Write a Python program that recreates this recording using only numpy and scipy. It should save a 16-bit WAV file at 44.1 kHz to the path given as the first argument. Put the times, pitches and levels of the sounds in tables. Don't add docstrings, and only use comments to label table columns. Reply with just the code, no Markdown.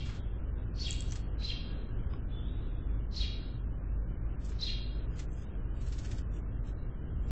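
import sys
import numpy as np
from scipy import signal
from scipy.fft import rfft, irfft, next_fast_len
from scipy.io import wavfile
from scipy.ndimage import uniform_filter1d, map_coordinates

SR = 44100
rng = np.random.default_rng(int(sys.argv[2]) if len(sys.argv) > 2 else 0)


def gain_from_decibels(decibels):
    exponent = np.asarray(decibels, float) / 20
    return 10 ** exponent


def inscribe(sig):
    pcm = np.round(np.clip(np.atleast_2d(sig).T, -1, 1) * 32767)
    wavfile.write(sys.argv[1], SR, pcm.astype(np.int16))


N = 322350
LEAD = SR // 4
TIME = np.arange(-LEAD, N) / SR


def unit(x):
    return x / np.sqrt(np.mean(np.abs(x) ** 2) + 1e-20)


def along(points, hz):
    f, v = np.transpose(points)
    return np.interp(np.log(hz + 1), np.log(f + 1), v)


def curves(rows, t):
    s, *cols = np.transpose(rows)
    return [np.interp(t, s, c) for c in cols]


def wobble(rate, size):
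    knots = rng.standard_normal(int(size * 2000 / SR) + 4)
    return map_coordinates(knots, [np.arange(size) * rate / SR])


def rush(spectrum):
    m = next_fast_len(len(TIME))
    white = rfft(rng.standard_normal(m))
    colour = gain_from_decibels(along(spectrum, np.fft.rfftfreq(m, 1 / SR)))
    return unit(irfft(white * colour, m)[:len(TIME)])


def add(track, s, sound):
    part = track[LEAD + round(s * SR):][:len(sound)]
    part += sound[:len(part)]


def tone(rows):
    hz, db = curves(rows, TIME)
    sounding = (TIME >= rows[0][0]) & (TIME < rows[-1][0])
    return np.sqrt(2) * gain_from_decibels(db) * sounding * np.sin(2 * np.pi * np.cumsum(hz) / SR)


# hz, density_db
TRAFFIC_SPECTRUM = [(7, -39), (14, -6), (36, 0), (52, -5), (74, -2), (90, -10.5), (112, -4), (138, -17),
                    (162, -11.5), (195, -23.5), (258, -22), (400, -32.5), (520, -56.5), (880, -120)]
# hz, density_db
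AIR_SPECTRUM = [(100, -30), (200, -2), (310, -4.5), (500, -10.5), (800, -19), (1100, -20), (1600, -21.5),
                (2000, -29), (3000, -28.5), (4500, -33.5), (8000, -40.5)]


def traffic():
    low_db = -37.5 + 0.56 * wobble(2.5, len(TIME)) + 0.27 * wobble(6, len(TIME))
    high_db = -52 + 0.36 * wobble(2.2, len(TIME)) + 0.71 * wobble(9, len(TIME))
    return gain_from_decibels(low_db) * rush(TRAFFIC_SPECTRUM) + gain_from_decibels(high_db) * rush(AIR_SPECTRUM)


# time_s, level_db
MACHINE_LOAD = [(0.0, -50.5), (0.3, -37.5), (1.79, -39), (2.79, -42), (2.91, -34), (3.36, -36.5),
                (3.44, -46.5), (3.68, -34.5), (4.4, -39.5), (5.27, -38.5), (5.41, -48), (5.52, -40),
                (6.6, -36.5), (6.9, -50), (7.25, -38.5), (7.31, -32)]


def machine_hum():
    drive_hz, drift_hz = 50.27, .8
    phase = 2 * np.pi * np.cumsum(drive_hz + drift_hz * wobble(3, len(TIME))) / SR
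    level_db = curves(MACHINE_LOAD, TIME)[0] + 1.5 * wobble(8, len(TIME))
    return np.sqrt(2) * gain_from_decibels(level_db) * np.sin(phase)


# time_s, pitch_hz, level_db
MOTOR_WHINE = [
    (1.2, 1647, -115),
    (1.4, 1630, -75),
    (1.9, 1633, -71.5),
    (2.15, 1600, -87.5),
]


def far_motor():
    return tone(MOTOR_WHINE) * gain_from_decibels(4 * wobble(25, len(TIME)))


# time_s, pitch_hz, level_db
FAR_WHISTLE = [
    (2.29, 3400, -99),
    (2.325, 3448, -54.5),
    (2.36, 3497, -61.5),
    (2.4, 3440, -67),
    (2.45, 3560, -66),
    (2.47, 3284, -88.5),
]
# time_s, pitch_hz, level_db
FAR_SLUR = [
    (2.31, 2880, -93),
    (2.36, 3000, -68.5),
    (2.43, 3375, -62.5),
    (2.49, 3773, -65),
    (2.55, 3878, -73),
    (2.63, 3550, -74),
    (2.72, 3296, -74),
    (2.82, 3625, -74),
    (2.88, 3190, -90),
]


def far_birds():
    return (tone(FAR_WHISTLE) + tone(FAR_SLUR)) * gain_from_decibels(1.9 * wobble(60, len(TIME)))


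# hz, t60_s
YARD_T60 = [(1000, 0.8), (3500, 0.78), (6000, 0.7), (9000, 0.39)]
# delay_s, level_db
WALL_ECHOES = [(.035, -7), (.052, -15), (.069, -12), (.09, -16)]


def yard(x, tail_db):
    hz, t, z = signal.stft(rng.standard_normal(SR + SR // 2), SR, nperseg=256)
    decay = gain_from_decibels(-60 * t / along(YARD_T60, hz)[:, None])
    build_up = 1 - np.exp(-t / .03)
    answer = signal.istft(z * decay * build_up, SR, nperseg=256)[1]
    answer *= gain_from_decibels(tail_db) / np.linalg.norm(answer)
    for delay, db in WALL_ECHOES:
        answer[round(delay * SR)] += gain_from_decibels(db)
    return signal.fftconvolve(x, answer)[:len(x)]


# peak_s, level_db, length_s,
# tilt_db_per_octave
WING_STROKES = [(0.062, -51, .012, 0), (0.099, -53.5, 0.019, -7), (0.157, -57.5, .02, -4),
                (1.124, -44, 0.0039, -1), (1.159, -44.5, 0.0055, -1), (4.451, -44.5, 0.01, 7),
                (4.493, -45, 0.0081, 6), (4.522, -56, 0.0055, -6), (5.13, -76, 0.02, 24),
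                (5.178, -55.5, 0.014, -1.5), (5.196, -43.5, 0.0067, 0), (5.327, -47.5, 0.011, 8.5),
                (5.378, -58.5, 0.016, 1.5), (5.425, -54.5, 0.0085, 0), (5.766, -59, 0.01, 10),
                (6.354, -58, 0.026, 2), (6.678, -58.5, .012, 0), (6.94, -62, 0.019, 1.5),
                (7.29, -55.5, 0.012, 2)]


def strokes():
    first_s, period_s, slowing_s, nearest_s = 5.813, .055, .0012, 6.04
    peak_db, fade_db_per_s, length_s = -48, -25.5, .008
    flight = []
    for k in range(7):
        s = first_s + k * period_s + k * k * slowing_s
        db = peak_db + fade_db_per_s * abs(s - nearest_s) + rng.normal(0, 1.7)
        flight.append((s, db, length_s, 1.5 - 0.5 * k))
    return [*WING_STROKES, *flight]


# start_s, length_s, peak_db, swell_s
FEATHER_RUSTLES = [
    (-.03, 0.24, -65.5, .1),
    (1.008, 0.19, -64.5, .1),
    (5.806, .41, -55.5, .3),
]


def rustle():
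    out = np.zeros(len(TIME))
    start_db, sag_db_per_s, edge_s = -6, -49, 0.018
    for s, length, db, swell in FEATHER_RUSTLES:
        u = TIME - s
        rising_db, sagging_db = start_db * (1 - u / swell), sag_db_per_s * (u - swell)
        level_db = db + np.where(u < swell, rising_db, sagging_db)
        out += gain_from_decibels(np.minimum(level_db, db)) * np.clip(np.minimum(u, length - u) / edge_s, 0, 1)
    return out


# hz, density_db
FEATHER_SPECTRUM = [(400, -41), (900, 0), (3000, -4), (6500, -2.5), (9000, 3)]


def wings():
    out, t = np.zeros(len(TIME)), np.arange(SR // 8) / SR
    octaves = np.log2(np.fft.rfftfreq(len(t), 1 / SR) / 4000 + 0.0019)
    low_cut = np.minimum(1, 2 ** (2 * octaves + 2.8))
    for s, db, length, tilt_db in strokes():
        white = rfft(rng.standard_normal(len(t)))
        air = irfft(white * gain_from_decibels(tilt_db * octaves) * low_cut, len(t))
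        u = t / length
        feathers = gain_from_decibels(2.2 * wobble(500, len(t)))
        add(out, s - length, gain_from_decibels(db - 1) * unit(air) * feathers * u * np.exp(1 - u))
    return out + rustle() * gain_from_decibels(3.9 * wobble(250, len(TIME))) * rush(FEATHER_SPECTRUM)


# time_s, peak_db, ring_hz, crack_db
CLAW_CONTACTS = [(0.8733, -36.5, 7420, -23.5), (0.908, -21, 7560, -11.5), (0.916, -31.5, 6620, -24),
                 (0.9297, -31, 6840, -13.5), (1.0064, -25.5, 7830, -7), (1.0223, -31.5, 8150, -5),
                 (1.056, -63, 7200, 12.5), (1.11, -35.5, 6010, -8), (1.1217, -30.5, 6070, -5),
                 (1.135, -38.5, 7520, -15.5), (1.156, -42, 6830, -8), (1.2052, -74, 7870, -14),
                 (1.2152, -76.5, 6180, 0)]


def claws():
    out, t = np.zeros(len(TIME)), np.arange(SR // 20) / SR
    for s, db, hz, crack_db in CLAW_CONTACTS:
        ring = np.sin(2 * np.pi * hz * t) * gain_from_decibels(-60 * t / .006)
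        crack = rng.standard_normal(len(t)) * gain_from_decibels(crack_db - 60 * t / 0.0059)
        add(out, s, gain_from_decibels(db) * np.diff(ring + crack, prepend=0))
    return out


# time_s, peak_db, ring_hz, crack_db
LEDGE_KNOCK = [
    (2.136, -35, 1090, -8.5),
]


def knock():
    out, t = np.zeros(len(TIME)), np.arange(SR // 20) / SR
    for s, db, hz, crack_db in LEDGE_KNOCK:
        modes = np.sin(2 * np.pi * hz * t) + 0.55 * np.sin(2 * np.pi * 1400 * t)
        ring = modes * gain_from_decibels(-11.0 - 60 * t / 0.046)
        dull = uniform_filter1d(rng.standard_normal(len(t)), size=5)
        add(out, s, gain_from_decibels(db) * (ring + gain_from_decibels(crack_db + 9.5 - 60 * t / 0.009) * dull))
    return out


def jay(rows, rough_db, width_hz, upper_db):
    t = rows[0][0] + np.arange(SR // 4) / SR
    pitch, throat, db, odd = curves(rows, t)
    phase = 2 * np.pi * np.cumsum(pitch * (1 + 0.017 * wobble(110, len(t)))) / SR
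    rasp = gain_from_decibels(np.minimum(db, -45.5) + rough_db)
    voice = np.zeros(len(t))
    for k in range(5, 21):
        hz = k * pitch
        main = np.clip(odd, 0, 1) ** (k % 2) / (1 + ((hz - throat) / width_hz) ** 2)
        broad = 1 / (1 + ((hz - 1.03 * throat) / 480) ** 2) + gain_from_decibels(-20.5) * 4000 / hz
        beak_hz = np.minimum(1.24 * throat, 5500)
        beak = gain_from_decibels(upper_db) / (1 + ((hz - beak_hz) / 450) ** 2)
        waver = 1 + .3 * (wobble(220, len(t)) + 1j * wobble(220, len(t)))
        flutter = wobble(550, len(t)) + 1j * wobble(550, len(t))
        strength = gain_from_decibels(db) * main * waver + rasp * (broad + beak) * flutter
        voice += np.imag(strength * np.exp(1j * k * phase))
    return voice * (t < rows[-1][0])


# time_from_loudest_s, share_of_lead_in_throat, level_db
SQUEAK = [
    (-.05, 0.63, -79.5),
    (-.032, 0.6, -55),
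    (-.02, 1.03, -47),
]
# time_from_loudest_s, throat_over_pitch, odd_harmonic_share
THROAT_PATH = [
    (-.014, 10, .2),
    (-.001, 10, .2),
    (.014, 9.8, .6),
    (.031, 9, .9),
    (.049, 8, .4),
    (.068, 6.8, .9),
    (.102, 5.6, .5),
]


def call_rows(s, db, hz, lead_hz, bridge_db):
    start_hz, second_hz, end_hz = 401.5, 408.1, 378
    t, throat, odd = np.transpose(THROAT_PATH)
    pitch_hz = [.93 * hz, hz, .96 * hz, 1.035 * second_hz, second_hz, end_hz]
    pitch = np.interp(t, t[[0, 1, 2, 3, 4, 6]], pitch_hz)
    level_db = [db - 8, db, db - 11, db + bridge_db, -38, -46, -71]
    body = np.transpose([s + t, pitch, throat * pitch, level_db, odd])
    squeak = [(s + u, start_hz, share * lead_hz, quiet_db, .8) for u, share, quiet_db in SQUEAK]
    return np.vstack([squeak, body])


# loudest_s, level_db, pitch_hz, lead_in_throat_hz, bridge_db
JAY_CALLS = [
    (-.13, -41.5, 432.2, 4660, -7),
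    (0.822, -36, 454.2, 5100, -8),
    (1.454, -36.5, 419.1, 4080, -13.5),
    (3.181, -35, 427, 5470, -1),
    (4.634, -33, 416, 5560, -8.5),
]


def jays():
    out = np.zeros(len(TIME))
    for row in JAY_CALLS:
        rows = call_rows(*row)
        call = np.pad(jay(rows, rough_db=-9.5, width_hz=230, upper_db=-2.5), (0, SR + SR // 4))
        add(out, rows[0][0], call + yard(call, tail_db=-6.5))
    return out


def scene():
    background = traffic() + machine_hum() + far_motor()
    far = far_birds()
    near = wings() + claws() + knock()
    mix = background + .6 * far + yard(far, tail_db=-7.5)
    mix += near + gain_from_decibels(-16.5) * yard(near, tail_db=-4.5) + jays()
    return mix[None, LEAD:]


BAND_EDGES = [136, 148, 160, 172, 184, 196, 212, 228, 244, 260, 280, 300, 320, 344, 368, 396, 424, 456, 492,
              532, 572, 616, 664, 716, 772, 832, 896, 960, 1024]
# hz, level_db
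SURVIVAL_FLOOR = [(1000, -73), (2500, -64), (4000, -63.5), (8000, -68.5)]


def camera_rounding(x, noise_db):
    size, offset = 1024, 422
    n = np.arange(2 * size)
    window = signal.windows.kaiser_bessel_derived(2 * size, 4 * np.pi)
    cosines = np.cos(np.pi / size * np.outer(n + .5 + size / 2, n[:size] + .5))
    basis = np.sqrt(2 / size) * window[:, None] * cosines
    padded = np.pad(x, (2 * size - offset, 3 * size))
    lines = np.lib.stride_tricks.sliding_window_view(padded, 2 * size)[::size] @ basis
    treble_db = 10 * np.log10(np.mean(lines[:, size // 3:] ** 2, axis=1) + 1e-12)
    rise_db = np.diff(treble_db, prepend=treble_db[0])
    thrift_db = 2 - np.clip(.5 * rise_db, 0, 7)[:, None]
    for lo, hi in zip(BAND_EDGES, BAND_EDGES[1:]):
        band = lines[:, lo:hi]
        rms = np.sqrt(np.mean(band ** 2, axis=1, keepdims=True)) + 1e-9
        whim_db = rng.normal(0, 1.2, rms.shape)
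        step = rms * gain_from_decibels(noise_db)
        survives = rms > gain_from_decibels(along(SURVIVAL_FLOOR, lo * 8000 / size) + thrift_db + whim_db)
        lines[:, lo:hi] = np.round(band / step) * step * survives
    frames = lines @ basis.T
    out = frames[1:, :size] + frames[:-1, size:]
    return out.ravel()[size - offset:][:len(x)]


def band_limit(x):
    return signal.sosfilt(signal.butter(12, 8950, fs=SR, output="sos"), x)


def record(dry):
    slow = signal.resample_poly(dry[0], 160, 441, window=signal.firwin(441 * 60 + 1, 1.03 / 441))
    rounded = camera_rounding(slow, noise_db=2.5)
    leaky = signal.firwin(441 * 32 + 1, .99 / 441, window=("kaiser", 7.))
    full = signal.resample_poly(rounded, 441, 160, window=leaky)[:N]
    full = full - .0046 + gain_from_decibels(-101) * rng.standard_normal(N)
    return band_limit(full[None])


dry = scene()
out = record(dry)
inscribe(out)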